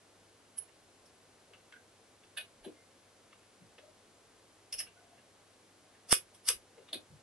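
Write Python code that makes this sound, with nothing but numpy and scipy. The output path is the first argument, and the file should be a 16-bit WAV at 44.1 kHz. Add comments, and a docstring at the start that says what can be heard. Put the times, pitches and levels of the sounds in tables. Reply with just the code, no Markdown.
"""A workbench in a small room: steel gears and shafts click against each other and knock dully on the bench.
Each click is noise in uneven micro-impacts that rings the modes of the steel, followed by a rebound.
Knocks are soft noise pushes through one broad resonance; faint creaks are narrow bands of noise.
A one-sided pressure spike hits the right microphone once. Reflections follow the parts and the bench;
room and microphone noise and a faint hum lie below."""
import sys
import numpy as np
from scipy import signal
from scipy.fft import rfft, irfft, next_fast_len
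from scipy.io import wavfile

SR = 44100
rng = np.random.default_rng(int(sys.argv[2]) if len(sys.argv) > 2 else 0)


def dump_mix(stems):
    """Bounce the given channels to the path in sys.argv[1] as a 16-bit WAV at rate SR."""
    frames = np.atleast_2d(stems).T  # one column per channel
    limited = np.clip(frames, -1, 1)  # hard clip at full scale
    pcm = np.round(limited * 32767).astype(np.int16)
    wavfile.write(sys.argv[1], SR, pcm)


N = 318402   # samples in the scene
LEAD_S = .06   # from the start of a swelling sound to its top


def from_db(db):
    """dB to gain."""
    return 10 ** (np.asarray(db) / 20)


def rms_one(x):
    """Scales to rms 1."""
    return x / np.sqrt(np.mean(x ** 2) + 1e-20)


def top_one(x, span_s=0.0075):
    """Scales to rms 1 around the top of a swell, from half a span before to one span after."""
    top, span = round(LEAD_S * SR), round(span_s * SR)
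    return x / np.sqrt(np.mean(x[..., top - span // 2:top + span] ** 2) + 1e-20)


def at_hz(points, hz):
    """Reads a table on a log-frequency axis."""
    table_hz, values = np.array(points).T
    return np.interp(np.log(hz), np.log(table_hz), values)


def resonance(x, hz, width_hz):
    """Two-pole resonance, gain about 1 on top."""
    radius = np.exp(-np.pi * width_hz / SR)
    zeros = [(1 - radius ** 2) / 2, 0, (radius ** 2 - 1) / 2]
    poles = [1, -2 * radius * np.cos(2 * np.pi * hz / SR), radius ** 2]
    return signal.lfilter(zeros, poles, x)


def double_resonance(x, hz, width_hz):
    """The same resonance twice in a row, for steeper skirts; the width is that of each pass."""
    return resonance(resonance(x, hz, width_hz), hz, width_hz)


def swell(rise_s, t60_s, size):
    """Envelope that grows 40 dB in rise_s towards its top, LEAD_S in, then dies 60 dB in t60_s."""
    t = np.arange(size) / SR - LEAD_S
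    return from_db(np.where(t < 0, 40 * t / rise_s, -60 * t / t60_s))


def add(out, top_s, sound, level_db, pan_db):
    """Mixes a swelling sound in so that its top falls on top_s; positive pan_db makes the left louder."""
    start = round((top_s - LEAD_S) * SR)
    sound = sound[..., :N - start]
    side_db = np.array([[.5], [-.5]]) * pan_db
    out[:, start:start + sound.shape[-1]] += from_db(level_db + side_db) * sound


# spectrum of the air noise before it is levelled: hz [Hz], density_db [dB per Hz, relative]
AIR_SPECTRUM = [(12, -50), (20, -22), (42, -9), (70, -17.5), (91, -3), (125, -8.5), (316, -3), (361, -3.5),
                (391, -1), (940, -8.5), (1230, -8.5), (1480, -11.5), (11400, -18), (14800, -50),
                (22000, -120)]
# how alike left and right are: hz [Hz], likeness [correlation, 1 = identical]
AIR_LIKENESS = [(60, 0.77), (300, 0.87), (1200, 0.63), (3000, .5), (7000, 0.6), (11000, 0.1)]
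AIR_DB = -63.5   # rms level


def air():
    """Steady room and microphone noise in half-octave bands, alike in the bass and apart in the treble."""
    out, edges_hz = 0, 18 * 2 ** np.arange(0, 10, .5)
    white = rng.standard_normal((2, 2, N))   # neighbouring bands get unrelated noise
    for k, (low, high) in enumerate(zip(edges_hz, edges_hz[1:])):
        band = signal.butter(2, [low, high], "band", fs=SR, output="sos")
        mid, side = signal.sosfilt(band, white[k % 2])
        centre_hz = np.sqrt(low * high)
        alike = at_hz(AIR_LIKENESS, centre_hz)
        stereo = np.sqrt(1 + alike) * mid + np.sqrt(1 - alike) * side * [[1], [-1]]
        out = out + from_db(at_hz(AIR_SPECTRUM, centre_hz)) * stereo
    return from_db(AIR_DB) * rms_one(out) * from_db([[.4], [-.4]])   # the left is slightly louder


HUM_HZ, HUM_DB = 100, -79   # rms level


def hum():
    """A faint steady sine, the same on both sides."""
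    phase = 2 * np.pi * HUM_HZ * np.arange(N) / SR + rng.uniform(0, 2 * np.pi)
    return from_db(HUM_DB) * np.sqrt(2) * np.sin(phase)


ROOM_T60_S, ROOM_DB, WALL_CUT_HZ = 0.135, -8, 12800
ROOM_BEND = 1.37   # above 1 the tail falls ever faster


def room(x):
    """Dense reflections: a decaying noise response for each side, dulled by the walls."""
    t = np.arange(SR // 2) / SR
    decay = from_db(-60 * (t / ROOM_T60_S) ** ROOM_BEND) * (t > .003)   # first reflection after 3 ms
    echo = rng.standard_normal((2, len(t))) * decay
    echo = signal.lfilter(*signal.butter(1, WALL_CUT_HZ, fs=SR), echo)
    echo = echo / np.sqrt(np.sum(echo ** 2, axis=1, keepdims=True))
    return from_db(ROOM_DB) * signal.fftconvolve(x, echo, axes=1)[:, :N]


# short faint tones, as of a part creaking under load:
# middle_s [s], level_db [dB], pitch_hz [Hz], length_s [s between the points where it is down to 1/e]
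CREAK_TONES = [(2.8, -76, 2100, .1), (3.855, -62.5, 592, .1), (4.995, -70, 1470, .08), (5.08, -72, 688, .3)]


def creaks(width_hz):
    """Narrow noisy tones that swell and fade."""
    out, t = np.zeros(N), np.arange(N) / SR
    for middle_s, level_db, pitch_hz, length_s in CREAK_TONES:
        tone = rms_one(double_resonance(rng.standard_normal(N), pitch_hz, width_hz))
        fade = np.exp(-(2 * (t - middle_s) / length_s) ** 4)
        out += from_db(level_db) * tone * fade
    return out


KNOCK_HZ = 500   # reference pitch: the next three settings hold for a knock here
KNOCK_RISE_S, KNOCK_T60_S, KNOCK_PAN_DB = .033, .09, 3.5
KNOCK_SLOWING = .22   # lower knocks build and die more slowly: times grow as (KNOCK_HZ / Hz) to this power
KNOCK_PAN_DB_PER_OCTAVE = 1.1   # lower knocks sit nearer the centre
# dull knocks and shudders of the bench: top_s [s], level_db [dB], pitch_hz [Hz]
BENCH_HITS = [(1.51, -69, 396), (2.385, -62, 630), (2.6, -74, 30), (2.648, -60, 640), (2.668, -48, 298),
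              (2.684, -57, 500), (3.615, -65, 186), (3.64, -67.5, 118), (3.79, -66, 511), (4.735, -69, 566),
              (4.75, -71, 51), (4.8, -68, 590), (4.815, -77, 31.8), (6.097, -64, 620), (6.115, -58, 520),
              (6.14, -57, 480), (6.165, -61, 400), (6.49, -65, 29.7), (6.497, -54, 482), (6.525, -65, 368),
              (6.54, -67, 48.5), (6.785, -59.5, 471), (6.81, -65, 514), (6.936, -55.5, 546),
              (6.955, -53.5, 297), (6.938, -60, 300), (6.975, -62.5, 628), (6.979, -68.5, 99),
              (7.112, -63, 102), (7.136, -60, 111)]


def bench_knocks(sharpness, least_width_hz):
    """A soft push sets one broad resonance of the bench going."""
    out, size = np.zeros((2, N)), SR // 3
    for top_s, level_db, pitch_hz in BENCH_HITS:
        slower = (KNOCK_HZ / pitch_hz) ** KNOCK_SLOWING
        push = rng.standard_normal(size) * swell(KNOCK_RISE_S * slower, KNOCK_T60_S * slower, size)
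        width_hz = max(pitch_hz / sharpness, least_width_hz)   # the lowest shudders are heavily damped
        knock = top_one(double_resonance(push, pitch_hz, width_hz), span_s=0.028)
        pan_db = KNOCK_PAN_DB + KNOCK_PAN_DB_PER_OCTAVE * np.log2(pitch_hz / KNOCK_HZ)
        add(out, top_s, knock, level_db, pan_db)
    return out


JOLT_S, JOLT_SIZE = 6.1278, 1.5   # start, and the factor on the difference of the two exponentials
JOLT_RISE_S, JOLT_DECAY_S = .000022, 0.00015   # time constants


def jolt():
    """A one-sided pressure spike at the right microphone: a sudden step that falls back in a millisecond."""
    t = np.maximum(np.arange(N) / SR - JOLT_S, 0)
    spike = np.exp(-t / JOLT_DECAY_S) - np.exp(-t / JOLT_RISE_S)
    return JOLT_SIZE * spike * [[0], [1]]


def micro_impacts(rise_s, t60_s, size, apart_db, apart_hz, uneven):
    """The rattle's driving force: noise of uneven strength, with treble that differs from side to side."""
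    strength = rng.exponential(1, size) ** uneven
    both, apart = rng.standard_normal((2, size)) * strength * swell(rise_s, t60_s, size)
    # short waves leave the part unevenly, so the two microphones hear different treble
    treble = signal.lfilter(*signal.butter(1, apart_hz, "high", fs=SR), apart)
    return both + from_db(apart_db) * treble * [[1], [-1]]


# modes of the gears, before the bands are levelled: pitch_hz [Hz], width_hz [Hz], level_db [dB]
STEEL_MODES = [(1196, 60, -8), (1610, 114, 6.5), (2155, 250, -4.5), (2510, 40, 12.5), (2815, 320, 4.5),
               (3150, 220, 6), (3493, 250, 3.5), (3890, 51, 10), (4840, 110, -17.5), (5070, 70, 2.5),
               (5390, 150, 1), (5610, 330, 1), (5950, 340, -21.5), (6700, 67, -12.5), (8380, 67, -24),
               (8400, 43, -1), (8970, 140, -1), (9490, 95, -1), (9520, 150, 3), (10170, 360, 3),
               (10660, 110, 5), (11200, 126, 5), (11100, 40, -18), (11090, 170, -19), (11210, 50, -5)]


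def steel_body(impacts, crack_db, mode_spread_db):
    """The impacts crack broadly and ring the steel's modes, which alternate in sign."""
    strength_db = rng.normal(0, mode_spread_db, len(STEEL_MODES))   # each contact point excites them differently
    body = from_db(crack_db) * impacts
    for k, (pitch_hz, width_hz, level_db) in enumerate(STEEL_MODES):
        mode = resonance(impacts, pitch_hz, width_hz)
        body = body + (-1) ** k * from_db(level_db + strength_db[k]) * mode
    return body


# edges of the seven bands that colour a part: edge_hz [Hz]
BAND_EDGES_HZ = [1000, 2200, 3200, 4600, 6200, 8000, 9600, 11900]


def rattle(impacts, body, band_db, rings, half_width_hz):
    """Levels the body band by band and adds single rings, all driven by the same impacts."""
    sound = 0
    for low, high, level_db in zip(BAND_EDGES_HZ, BAND_EDGES_HZ[1:], band_db):
        band = signal.butter(3, (low, high), "band", fs=SR, output="sos")
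        sound = sound + from_db(level_db) * top_one(signal.sosfilt(band, body))
    for pitch_hz, ring_db in rings:
        ring = double_resonance(impacts, pitch_hz, 2 * half_width_hz)
        sound = sound + from_db(ring_db) * top_one(ring)
    return top_one(sound)


# the rebound builds quickly; the favoured ring loses weight, the part's own ring gains
REBOUND_RISE_S, FAVOURED_LOSS_DB, OWN_GAIN_DB = .016, 7, 4.5
# tone change on the rebound, where the ring near 5 kHz is damped: change_db [dB], one per band
REBOUND_TONE_DB = [.4, 1.5, -.6, -7, 1.2, -1.5, .6]
# what is struck, by name: the seven band_db [dB], then favoured_db [dB], own_hz [Hz], own_db [dB],
# half_width_hz [Hz, half the width of each ring pass], rebound_after_s [s], rebound_t60_s [s]
STRUCK_PARTS = {"gear": ((-24, -12, -24.5, -8, -23, -7.5, -4.5), (-5.5, 10270, -5, 145, .012, .058)),
                "cluster": ((-16.5, -13, -14, -7, -15, -5, -5), (-6, 11150, -7, 200, .01, .078)),
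                "washer": ((-30, -28, -35, -22, -33, -17, -7), (1.5, 9200, -12, 60, .021, .035)),
                "case": ((-19, -6, -4.5, -21, -29, -13, -5), (-8, 1620, -8.5, 125, .01, .08)),
                "shaft": ((-18, -10, -4, -25, -41, -11, -6), (-2.5, 3940, -9, 280, .013, .085)),
                "pin": ((-5, -7, -9, -16, -24, -24, -24), (-5, 2750, -8, 200, .012, .06)),
                "sleeve": ((-12, -23, -26, -33, -35, -35, -35), (.9, 1570, -6, 50, .023, .055))}
# steel on steel: top_s [s], level_db [dB], part [name], favoured_hz [Hz], rise_s [s], t60_s [s],
# rebound_db [dB relative to the click], pan_db [dB, left minus right]
STEEL_CONTACTS = [(0.578, -65, "sleeve", 3070, .04, .05, -20, -1.1),
                  (0.584, -36.5, "washer", 10190, .025, .016, -20, -5),
                  (0.69, -68.5, "pin", 1790, .022, .069, -15, -4),
                  (1.062, -64.5, "cluster", 5320, .027, .056, -15, -1.1),
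                  (1.534, -58.5, "pin", 2836, .0054, .07, -7, 1.1),
                  (1.724, -56, "pin", 1660, .0059, .02, -18, 1.1),
                  (1.738, -56, "sleeve", 1480, .03, .055, -2.5, 0.1),
                  (2.236, -65, "pin", 3500, .012, .041, -15, -2.1),
                  (2.373, -38.5, "case", 2850, .012, .06, -3, -1.5),
                  (2.41, -47.5, "case", 2850, .035, .045, -25, 0.1),
                  (2.646, -54.5, "case", 3940, .032, .14, -22, -.6),
                  (3.329, -58.5, "pin", 1250, .02, .04, -18, 1.1),
                  (3.782, -57.5, "pin", 1580, .0054, .047, -15, -1.1),
                  (4.727, -37.5, "gear", 5250, .008, .047, -2.5, -2.1),
                  (4.791, -36, "gear", 5260, .025, .054, -1.5, -2.1),
                  (4.803, -52, "pin", 1800, .008, .08, -15, 5),
                  (4.869, -59.5, "pin", 2700, .017, .11, -15, 1.1),
                  (5.178, -69, "pin", 1730, .05, .19, -15, -1.1),
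                  (5.95, -68, "pin", 1700, .039, .17, -15, -.6),
                  (6.096, -45, "cluster", 9400, .031, .058, -15, -2.5),
                  (6.111, -33, "gear", 5400, .011, .04, -18, 0.1),
                  (6.124, -19.5, "cluster", 9250, .029, .03, -6.5, -2.5),
                  (6.348, -60, "cluster", 3390, .033, .096, -15, -1.1),
                  (6.468, -45.5, "cluster", 10100, .05, .07, -8, -4),
                  (6.488, -22.5, "cluster", 9460, .026, .024, -9, .6),
                  (6.498, -43, "pin", 1200, .02, .1, -15, -1.1),
                  (6.781, -66, "pin", 990, .01, .054, -15, 1.1),
                  (6.888, -57.5, "pin", 3700, .025, .1, -18, 0.1),
                  (6.93, -36.5, "shaft", 3570, .005, .065, -5.5, -1.5)]


def steel_clicks(mode_spread_db, crack_db, **impact_settings):
    """Each contact and its rebound rattle in uneven micro-impacts that ring the struck part."""
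    out, size = np.zeros((2, N)), SR // 5

    def contact(band_db, rings, half_width_hz, rise_s, t60_s):
        impacts = micro_impacts(rise_s, t60_s, size, **impact_settings)
        body = steel_body(impacts, crack_db, mode_spread_db)
        return rattle(impacts, body, band_db, rings, half_width_hz)

    for top_s, level_db, part, favoured_hz, rise_s, t60_s, rebound_db, pan_db in STEEL_CONTACTS:
        band_db, ring_settings = STRUCK_PARTS[part]
        favoured_db, own_hz, own_db, half_width_hz, rebound_after_s, rebound_t60_s = ring_settings
        rings = [(favoured_hz, favoured_db), (own_hz, own_db)]
        click = contact(band_db, rings, half_width_hz, rise_s, t60_s)
        add(out, top_s, click, level_db, pan_db)

        rings = [(favoured_hz, favoured_db - FAVOURED_LOSS_DB), (own_hz, own_db + OWN_GAIN_DB)]
        rebound_band_db = np.add(band_db, REBOUND_TONE_DB)
        rebound = contact(rebound_band_db, rings, half_width_hz, REBOUND_RISE_S, rebound_t60_s)
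        add(out, top_s + rebound_after_s, rebound, level_db + rebound_db, pan_db)
    return out


LEFT_LAG_S = 3e-5


def lag(x, lag_s):
    """Delays by a fraction of a sample's precision, as a phase slope in the spectrum."""
    size = next_fast_len(N + 64)
    delay = np.exp(-2j * np.pi * np.fft.rfftfreq(size, 1 / SR) * lag_s)
    return irfft(rfft(x, size) * delay, size)[:N]


def scene():
    """Parts and bench with their reflections over the room noise; the left microphone hears a little later."""
    background = air() + hum()
    parts = creaks(width_hz=55) + bench_knocks(sharpness=3.2, least_width_hz=65)
    parts = parts + steel_clicks(mode_spread_db=3.0, crack_db=-4, apart_db=-5, apart_hz=4000, uneven=.7)
    left, right = background + parts + room(parts) + jolt()
    return np.array([lag(left, LEFT_LAG_S), right])


OVERLOAD = 1.3   # level that the rounded peaks approach
CUTOFF_HZ = 11950


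def record(dry):
    """High peaks are rounded, the treble is cut steeply."""
    rounded = OVERLOAD * np.tanh(dry / OVERLOAD)
    return signal.sosfilt(signal.cheby2(24, 70, CUTOFF_HZ, fs=SR, output="sos"), rounded)


dry = scene()
out = record(dry)
dump_mix(out)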